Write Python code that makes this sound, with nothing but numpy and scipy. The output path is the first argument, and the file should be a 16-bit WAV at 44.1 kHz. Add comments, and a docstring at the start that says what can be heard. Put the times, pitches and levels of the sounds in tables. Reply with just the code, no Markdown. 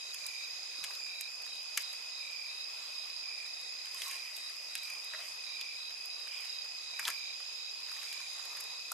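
"""A summer night by a small campfire. From start to end two insects trill without a break and three chirp, in
short trains of tones like wing strokes, over a far crowd and night air; a sixth chirps twice at 1 s. From 0.3 s
handfuls of stalks make noise swell into sizzle and rustle. Wood pops, as noise that grows to a crack and fades:
strongly near 1.8 s, after a big flare at 4 s, in a burst at 7 s and once more at 8.9 s. Soft knocks, made of
fading tones, fall in between, and dull wooden ones sound with some of the pops."""
import sys
import numpy as np
from scipy import signal
from scipy.fft import rfft, irfft, next_fast_len
from scipy.io import wavfile
from scipy.ndimage import uniform_filter1d, map_coordinates

SR = 44100
rng = np.random.default_rng(int(sys.argv[2]) if len(sys.argv) > 2 else 0)


def store_pcm(level_fs):
    """Save levels as 16-bit WAV."""
    pcm = np.round(np.clip(level_fs, -1, 1) * 32767).astype(np.int16)
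    wavfile.write(sys.argv[1], SR, np.atleast_2d(pcm).T)


N = 393813  # length in samples


def amp(db):
    """Turn decibels into a plain gain."""
    return 10 ** (np.asarray(db) / 20)


def unit(x):
    """Scale to an average (rms) size of 1."""
    return x / np.sqrt(np.mean(x ** 2) + 1e-20)


def along(points, hz):
    """Read a curve of (pitch_hz, value) points on a log pitch axis."""
    f, v = np.transpose(points)
    return np.interp(np.log(hz + 1), np.log(f + 1), v)


def curves(rows):
    """One value per sample for each column after the time."""
    s, *cols = np.transpose(rows)
    return [np.interp(np.arange(N) / SR, s, c) for c in cols]


def wobble(rate):
    """A smooth random curve with rate knots a second."""
    knots = rng.standard_normal(int(N * rate / SR) + 4)
    return map_coordinates(knots, [np.arange(N) * rate / SR])


def filtered(x, response):
    """Multiply the spectrum of x by a response to frequency."""
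    m = next_fast_len(N + 8192)
    return irfft(rfft(x, m) * response(np.fft.rfftfreq(m, 1 / SR)), m)[..., :N]


def sides(pan_db):
    """Left and right gains; a positive pan is louder on the left."""
    return amp([[pan_db / 2], [-pan_db / 2]])


def strokes(times, size, hz, glide_hz, length):
    """Wing strokes: short tones centred on their times (s), gliding by glide_hz over their length (s)."""
    u = np.linspace(-.5, .5, max(round(length * SR), 8))
    turns = (np.reshape(hz, (-1, 1)) * u + glide_hz * u * u / 2) * length
    turns = turns + rng.random((len(times), 1))  # each starts anywhere in its cycle
    tones = np.reshape(size, (-1, 1)) * np.cos(np.pi * u) ** 2 * np.sin(2 * np.pi * turns)
    at = np.round((times[:, None] + u * length + 1) * SR).astype(int)  # one spare second at each end
    return np.bincount(at.ravel(), tones.ravel(), N + 2 * SR)[SR:SR + N]


def in_grass(x, pan_db, wet_db, t60, left_late=0):
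    """Direct sound plus scatter off the plants, unlike on the two sides and shifting as they stir."""
    t = np.arange(round(t60 * SR)) / SR
    tails = rng.standard_normal((2, 2, len(t))) * amp(-60 * t / t60)
    a, b = (signal.fftconvolve(x[None], tail / np.linalg.norm(tail[0]), axes=1)[:, :N]
            for tail in tails)
    turn = 1.41 * wobble(4)  # blends between the two scatters
    scatter = np.cos(turn) * a + np.sin(turn) * b
    direct = np.array([np.roll(x, round(left_late * SR)), x])
    return sides(pan_db) * (direct + amp(wet_db) * scatter)


def chirper(chirps, level_db, rate, hz, glide_hz, length, spread_hz, swell_db, scatter_db,
            grows_db=0, paired=0, rises_hz=0):
    """Trains of strokes, rate a second, that swell towards the middle or grow to the end."""
    counts = [round(n) for _, n in chirps]
    times = np.concatenate([s + np.arange(n) / rate - paired * (np.arange(n) % 2)
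                            for (s, _), n in zip(chirps, counts)])
    place = np.concatenate([np.linspace(-1, 1, n) for n in counts])  # -1 first stroke, 1 last
    level = np.repeat(level_db, counts) - swell_db * place ** 4 - grows_db * (1 - place) / 2
    luck = rng.standard_normal((len(level), 3))
    times = times + 0.00054 * luck[:, 0]
    size = amp(level + scatter_db * luck[:, 1])
    pitch = hz + rises_hz * place / 2 + spread_hz * luck[:, 2]
    return strokes(times, size, pitch, glide_hz, length)


def triller(table, rate, hz, glide_hz, length, scatter_db):
    """One stroke whenever the slowly drifting beat passes a whole number."""
    ahead, db = curves(table)
    beat = np.arange(N) * rate / SR + ahead
    at = np.flatnonzero(np.diff(np.floor(beat)) > 0)
    luck = rng.standard_normal((len(at), 2))
    size = amp(db[at] + 4.5 + scatter_db * luck[:, 0])
    return strokes(at / SR, size, hz + 12 * luck[:, 1], glide_hz, length)


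# Chirps of the low insect: start_s (first stroke), strokes (count)
LOW_CHIRPS = [(0.218, 12), (1.02, 12), (2.204, 14), (3.239, 11), (4.088, 9), (4.832, 8), (5.474, 13),
              (6.279, 7), (6.946, 17), (8.076, 9)]


def low_chirper():
    """A low insect on the right: about ten wing strokes to a chirp, loudest in the middle."""
    levels_db = np.full(len(LOW_CHIRPS), -46.5)
    low = chirper(LOW_CHIRPS, levels_db, rate=42.1, hz=2390, glide_hz=-260, length=0.026,
                  spread_hz=10.0, swell_db=2.5, scatter_db=0.54)
    return in_grass(low, pan_db=-11.5, wet_db=-10, t60=.12)


# Chirps of the middle insect: start_s (first stroke), strokes (count)
MID_CHIRPS = [(.004, 10), (.348, 10), (.705, 11), (1.068, 14), (1.455, 11), (1.805, 11), (2.115, 15),
              (2.474, 14), (2.95, 8), (3.545, 12), (3.975, 10), (4.336, 13), (4.685, 13), (5.038, 13),
              (5.443, 11), (5.77, 12), (6.106, 15), (6.46, 14), (6.825, 14), (7.18, 14), (7.56, 12),
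              (7.917, 11), (8.245, 14), (8.614, 13)]


def mid_chirper():
    """A quick-winged insect whose strokes grow and rise in pitch; every second one comes early."""
    levels_db = np.full(len(MID_CHIRPS), -44.5)
    mid = chirper(MID_CHIRPS, levels_db, rate=78, hz=3850, glide_hz=-350, length=0.016, spread_hz=22,
                  swell_db=2, scatter_db=0.6, grows_db=5, paired=.002, rises_hz=60)
    return in_grass(mid, pan_db=-7, wet_db=-9, t60=.1, left_late=7e-5)


# Points on a beat that slows a little: chirp_number (count), start_s (first stroke)
QUICK_BEAT = [(0, .186), (1, .513), (8, 2.775), (11, 3.766), (26, 8.795)]


def quick_chirper():
    """An insect that repeats chirps of five wing strokes about three times a second."""
    starts = np.interp(np.arange(QUICK_BEAT[-1][0] + 1), *np.transpose(QUICK_BEAT))
    levels_db = -48 + 0.5 * rng.standard_normal(len(starts))
    quick = chirper([(s, 5) for s in starts], levels_db, rate=37.3, hz=3986, glide_hz=-900,
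                    length=0.02, spread_hz=37, swell_db=2.0, scatter_db=1.5)
    return in_grass(quick, pan_db=-7, wet_db=-5, t60=.08, left_late=7e-5)


# Chirps of the thin, high insect: start_s (first stroke), strokes (count, rounded)
THIN_CHIRPS = [(.99, 5), (1.29, 4.5)]
# One level for each of these chirps, before panning: level_db
THIN_DB = [-53, -55]


def thin_chirper():
    """A high, faint insect: two chirps of wing strokes, heard without scatter."""
    thin = chirper(THIN_CHIRPS, THIN_DB, rate=43, hz=7270, glide_hz=-60, length=0.027,
                   spread_hz=12, swell_db=2.0, scatter_db=1.5)
    return sides(-1.5) * thin


# Drift of the left trill: time_s, ahead_strokes (ahead of a steady beat), level_db (4.5 is added)
LEFT_TRILL = [(0, 0.27, -54), (2.4, 0.28, -54), (3.2, 0.081, -54.5), (4.5, 0.056, -54.5), (5.5, -0.13, -54),
              (6.6, -.17, -54), (8, -0.15, -55.5), (8.93, -0.0038, -54)]


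def left_trill():
    """An unbroken trill on the left: fast, even wing strokes."""
    trill = triller(LEFT_TRILL, rate=65.5, hz=2548, glide_hz=-120, length=0.015, scatter_db=2.5)
    return in_grass(trill, pan_db=5.0, wet_db=-3.0, t60=0.16, left_late=-5e-5)


# Drift of the right buzz: time_s, ahead_strokes (ahead of a steady beat), level_db (4.5 is added)
RIGHT_BUZZ = [(0, -0.43, -54), (.6, -0.26, -49.5), (1.5, -0.45, -51), (3.4, -0.21, -48), (5, -0.53, -53),
              (6, -1.01, -49.5), (6.5, -.86, -48.5), (7.6, -0.98, -49.5), (8, -1.16, -49.5),
              (8.93, -0.94, -58)]


def right_buzz():
    """An unbroken, slower and higher trill on the right, with more scatter than direct sound."""
    buzz = triller(RIGHT_BUZZ, rate=32.3, hz=4920, glide_hz=400, length=.014, scatter_db=1.5)
    return in_grass(buzz, pan_db=-9.5, wet_db=4.5, t60=.12, left_late=6e-5)


def singers():
    """The six near insects, each at its own pitch, beat and place."""
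    chirping = low_chirper() + mid_chirper() + quick_chirper() + thin_chirper()
    return chirping + left_trill() + right_buzz()


# Edges of the two treble bands of a pop, fizz then snap: low_hz, high_hz
POP_HZ = [(7500, 16000), (4000, 7500)]
SNAP_DB, BODY_DB = -1.5, -6.5  # snap against the mean of fizz and wood; lower wood band against wood
BODY_RATIO = 0.61  # pitch of the lower wood band against the wood
FADE_S = 0.022  # basic fade of a pop, adjusted for each band
CRACK_MS = 59  # divided by the tearing time, gives the crack's size over the tearing noise


def pops(rows):
    """Fibres tear louder and louder, a pocket of steam cracks open; the wood rings in two bands."""
    out, lead = np.zeros(N + SR), 900  # lead: samples kept before each crack
    t = (np.arange(2400) - lead) / SR
    hz = np.fft.rfftfreq(len(t), 1 / SR) + 1
    treble = [1 / (1 + (lo / hz) ** 8) / (1 + (hz / hi) ** 8) for lo, hi in POP_HZ]
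    lasts = FADE_S * np.array([[.8], [.9], [1.1], [1.5]]) + 0.0026  # fizz, snap, wood, body
    for s, fizz_db, wood_db, wood_hz, tear_ms in rows:
        tearing = tear_ms + 1
        shape = amp(-60 * np.where(t < 0, -t * 1e3 / tearing, t / lasts) ** 1.08)
        wood = np.exp(-(np.log(hz / wood_hz) / 0.29) ** 2)
        body = 1 / (1 + (np.log(hz / wood_hz / BODY_RATIO) / 0.22) ** 2) ** 0.66
        # short tearing ends in a sharper crack
        force = rng.standard_normal(len(t)) + CRACK_MS / tearing * (t == 0)
        puff = irfft(rfft(force) * (treble + [wood, body])) * shape
        snap_db = (fizz_db + wood_db) / 2 + SNAP_DB
        levels_db = np.array([fizz_db, snap_db, wood_db, wood_db + BODY_DB])
        puff *= amp(levels_db)[:, None] / np.abs(puff).max(1, keepdims=True)
        out[round(s * SR) - lead:][:len(t)] += puff.sum(0)
    return out[:N]


def spits(sizzle):
    """Rows for small random pops: more come when the flaring fire sizzles louder."""
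    total = np.cumsum(sizzle[SR // 10:])
    luck = rng.random((round(5 * N / SR), 4))  # 5 a second on average
    s = np.searchsorted(total, luck[:, 0] * total[-1]) / SR + .1
    size_db = -49 - 3.5 * np.log(1 - 0.94 * luck[:, 1])  # most are near the least, -49 dB
    wood_db = size_db - 14 * luck[:, 2]
    wood_hz = 1500 * 1.9 ** luck[:, 3]
    return list(zip(s, size_db, wood_db, wood_hz, np.full(len(s), 7.7)))  # tear_ms last


# Stalks dropped on the flame: middle_s, half_length_s, sizzle_db, hollow_rustle_db, dry_rustle_db
HANDFULS = [(0.276, .15, -56, -66, -67), (.88, .1, -56, -61.5, -60), (1.88, .1, -56.5, -71, -58),
            (2.88, .17, -57.5, -63, -61), (4.063, .1, -45.5, -60, -52), (4.4, .15, -55, -70, -61),
            (4.848, .2, -56, -64.5, -59), (5.18, .05, -62, -59, -53), (5.271, .07, -53, -64, -59),
            (6.405, .12, -56, -69, -54.5), (7.08, .07, -49, -61.5, -59), (8.027, .12, -52, -62, -54),
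            (8.503, .18, -57, -57.5, -61)]
# Steady levels between handfuls: sizzle_db, hollow_rustle_db, dry_rustle_db
EMBERS_DB = [-59.5, -69, -63]


def flares():
    """Gains of sizzle, hollow and dry rustle: a steady bed plus one swell of power per handful."""
    t = np.arange(N) / SR
    t = t[::64]  # the swells are slow
    power = sum(amp(db)[:, None] ** 2 * np.exp(-((t - s) / half) ** 2) for s, half, *db in HANDFULS)
    gains = np.sqrt(amp(EMBERS_DB)[:, None] ** 2 + power)
    return np.repeat(gains, 64, axis=1)[:, :N]


def rush(spectrum, alike, patchy_db, grain_db):
    """Stereo noise of rms 1 with patches of random gain and a fast grain."""
    noise = rng.standard_normal((2, N)) * amp(grain_db * wobble(150))
    z = signal.stft(noise, nperseg=512)[2]
    field = rng.standard_normal(z.shape[1:])
    field = uniform_filter1d(uniform_filter1d(field, 6, 0), 10, 1)  # smooth over pitch, then time
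    pair = signal.istft(z * amp(patchy_db * unit(field)), nperseg=512)[1][:, :N]

    def response(hz):
        turn = np.arccos(np.clip(along(alike, hz), -1, 1)) / 2  # sets how alike the sides are
        return amp(along(spectrum, hz)) * [np.cos(turn), np.sin(turn)]

    mid, side = filtered(pair, response)
    return unit(np.array([mid + side, mid - side]))


# Knocks: start_s, level_db (before rise and fade), pitch_hz, fade_s (to 60 dB down)
THUMPS = [(.53, -64, 140, 0.046), (.786, -52, 304, 0.029), (.818, -59, 150, .05), (1.775, -37, 1350, .03),
          (3.17, -64, 131, 0.036), (3.946, -46.5, 1075, 0.059), (4.064, -48, 1062, .08),
          (4.14, -50, 1080, 0.12), (4.083, -44.5, 1090, 0.09), (3.62, -66, 170, 0.04),
          (6.998, -47, 950, 0.044), (7.056, -43, 930, 0.065), (7.08, -42, 1030, 0.038),
          (5.14, -49, 626, 0.11), (5.19, -51, 691, 0.13), (5.235, -54.5, 616, 0.09)]


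def thumps():
    """Soft knocks: faint low ones of a hand or stick on the ground, and dull wood knocks that sound with some
    pops; tones that start softly and fade."""
    out, t = np.zeros(N + SR), np.arange(SR // 5) / SR
    for s, db, hz, t60 in THUMPS:
        rise = 1 - np.exp(-t / 0.0014)
        out[round(s * SR):][:len(t)] += amp(db - 60 * t / t60) * rise * np.sin(2 * np.pi * hz * t)
    return out[:N]


# Pops: crack_s, fizz_db (peak), wood_db (peak), wood_hz, tear_ms (1 is added); levels before scatter
POPS = [(.1453, -33, -40, 2540, 14), (.2665, -23, -51, 2330, 6), (.8408, -30, -32.5, 2700, 8.7),
        (.8466, -30, -35, 2390, 7.6), (.9523, -38, -39, 4480, 11), (1.2105, -21, -37, 2500, 4.2),
        (1.5563, -43, -50, 3820, 7.4), (1.776, -19.5, -23, 2600, 11.1), (1.7969, -37, -50, 2500, 12),
        (1.8117, -38, -44, 3150, 12), (1.821, -34, -45, 3730, 8.5), (1.93, -36, -56, 2560, 8),
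        (3.6129, -40, -50, 4400, 6), (3.857, -40, -42, 2670, 9.5), (3.9463, -30, -49, 2050, 7.1),
        (4.0198, -29, -28, 3170, 4.2), (4.0818, -31.5, -47, 4390, 14), (4.1134, -34, -40, 2610, 16),
        (4.3667, -34.5, -46, 2970, 12), (4.565, -42, -56, 2570, 8), (4.7539, -20.5, -30, 2640, 4.2),
        (4.7792, -37, -42, 3800, 8), (4.833, -34, -56, 2400, 8), (4.9014, -35, -51, 2400, 8),
        (4.9367, -40, -60, 2580, 8), (5.046, -36, -56, 2510, 8.5), (5.137, -45, -32, 1850, 2.2),
        (5.1485, -56, -36, 1720, 15), (5.205, -58, -46, 1750, 15), (5.6119, -31, -34.5, 3380, 5.8),
        (5.8775, -62, -47, 3700, 3), (6.0581, -32, -58, 2510, 8), (6.4075, -38, -51, 2510, 8),
        (6.453, -44, -43.5, 2250, 12), (6.996, -28, -29, 2040, 13), (7.028, -42, -43, 1730, 12),
        (7.0532, -37, -26, 3550, 5.8), (7.0776, -33, -33.5, 1610, 23), (7.0803, -25, -22, 3080, 6.1),
        (7.087, -28.5, -33, 1250, 13), (7.1032, -31, -36, 1950, 16), (7.886, -47, -49, 1970, 8),
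        (7.9168, -40, -44, 1620, 8.8), (7.9652, -51, -42, 1955, 8.4), (8.0311, -42, -42.5, 1730, 14),
        (8.1283, -39, -39, 2880, 9.1), (8.2041, -43, -47, 1740, 8), (8.335, -41, -51, 3850, 8),
        (8.4545, -42, -50, 1910, 14), (8.571, -35, -44, 2050, 8), (8.6075, -32.5, -45, 2160, 22),
        (8.6397, -37, -56, 2510, 8), (8.8089, -45, -54, 2500, 8), (8.9187, -20.5, -35, 1150, 7.7)]
# Tone colour of the sizzle: pitch_hz, relative level_db (per Hz)
SIZZLE = [(600, -60), (2500, -30), (5000, 6.5), (7500, 2.5), (9000, 0), (11000, -1.5), (13500, -5),
          (15000, -0.5)]
# Tone colour of the hollow rustle: pitch_hz, relative level_db (per Hz)
HOLLOW = [(100, -56), (250, -27.5), (500, -15), (850, -9.5), (1100, -2.5), (1400, -10), (2500, -30)]
# Tone colour of the dry rustle: pitch_hz, relative level_db (per Hz)
DRY = [(300, -62), (900, -29.5), (1400, -13), (1750, -6), (2200, -0.5), (3200, -1.5), (5000, -16),
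       (8000, -30)]


def fire():
    """Pops with a short scatter from nearly straight ahead, over sizzle, rustling stalks and knocks."""
    sizzle, hollow, dry = flares()
    cracks = pops(POPS + spits(sizzle))
    # leaves soak up the treble of the scatter
    dull = filtered(cracks, lambda hz: 1 / (1 + (hz / 6000) ** 2))
    burst = sides(1.0) * (cracks - dull) + in_grass(dull, pan_db=0.0, wet_db=-5.5, t60=0.18)
    # the short lists say how alike left and right are: pitch_hz, likeness (0 to 1)
    sizzle = sizzle * rush(SIZZLE, [(5000, 0.2), (8000, 0.65), (12000, 1.0)], patchy_db=3.4, grain_db=0.5)
    hollow = hollow * rush(HOLLOW, [(1000, 0.48)], patchy_db=3.0, grain_db=1.5)
    dry = dry * rush(DRY, [(1000, 0.97)], patchy_db=2.5, grain_db=1.5)
    return burst + sizzle + hollow + dry + thumps()


def crowd(hz, spread_hz, length, db, pan_db):
    """Too many singers to tell apart: strokes at random times, other ones on each side."""
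    both = []
    for _ in range(2):
        luck = rng.standard_normal((11000, 2))
        times = rng.random(len(luck)) * N / SR
        side = strokes(times, amp(0.31 * luck[:, 0]), hz + spread_hz * luck[:, 1], -100, length)
        both.append(unit(side))
    return amp(db + 0.14 * wobble(1.43)) * sides(pan_db) * np.array(both)


def faint_crowd(hz, spread_hz, db, pan_db):
    """Fainter singers blur to a narrow hiss that swells slowly."""
    hiss = rng.standard_normal((2, N))
    hiss = filtered(hiss, lambda f: np.exp(-((f - hz) / spread_hz) ** 2 / 4))
    return amp(db + 2.3 * wobble(2.3)) * sides(pan_db) * unit(hiss)


# Far crowds: pitch_hz, pitch_spread_hz, stroke_s (length), level_db, left_right_db
CROWDS = [(4942, 175, .009, -46.5, -1), (2498, 93, 0.011, -56.5, 0)]
# Fainter crowds: pitch_hz, spread_hz, level_db, left_right_db
FAINT = [(2033, 96, -64, -4), (3270, 510, -64, -6.5), (3850, 273, -58, -2), (6050, 130, -64, -6),
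         (6710, 310, -60, -7)]


def far_singers():
    """Far crowds of strokes and hisses, plus a thin band about an octave over the loudest crowd."""
    far = sum(crowd(*row) for row in CROWDS) + sum(faint_crowd(*row) for row in FAINT)
    # averaging the sides makes the band central and about 3 dB softer
    overtone = faint_crowd(hz=9980, spread_hz=220, db=-66, pan_db=2).mean(0)
    return far + overtone


# Tone colour of the night air: pitch_hz, relative level_db (per Hz)
NIGHT = [(25, -24.5), (100, -18.5), (200, -17.5), (370, -6), (650, 0), (1000, -1.5), (1500, -2.5),
         (3000, -9.5), (5700, -6.5), (7300, -2.5), (9000, -18), (12000, -42)]
# How alike left and right are in the air: pitch_hz, likeness (0 to 1)
ALIKE = [(60, 0), (160, 0.65), (400, 0.15), (2000, 0), (7000, 0), (9000, .8)]
# Lean of the air to one side: pitch_hz, left_right_db
LEAN = [(100, -1), (700, 2), (1200, 5.5), (2000, 3), (8000, 7)]


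def night_air():
    """A soft, patchy rush of noise that leans left or right by pitch."""
    air = rush(NIGHT, ALIKE, patchy_db=1.6, grain_db=-0.85)
    left_right = np.array([[1], [-1]])
    return amp(-58.5) * filtered(air, lambda hz: amp(along(LEAN, hz) / 2 * left_right))


def scene():
    """Near insects, fire, far crowd and night air together."""
    return singers() + fire() + far_singers() + night_air()


def record(dry):
    """Nothing is kept from 13700 Hz up."""
    return filtered(dry, lambda hz: hz < 13700)


dry = scene()
out = record(dry)
store_pcm(out)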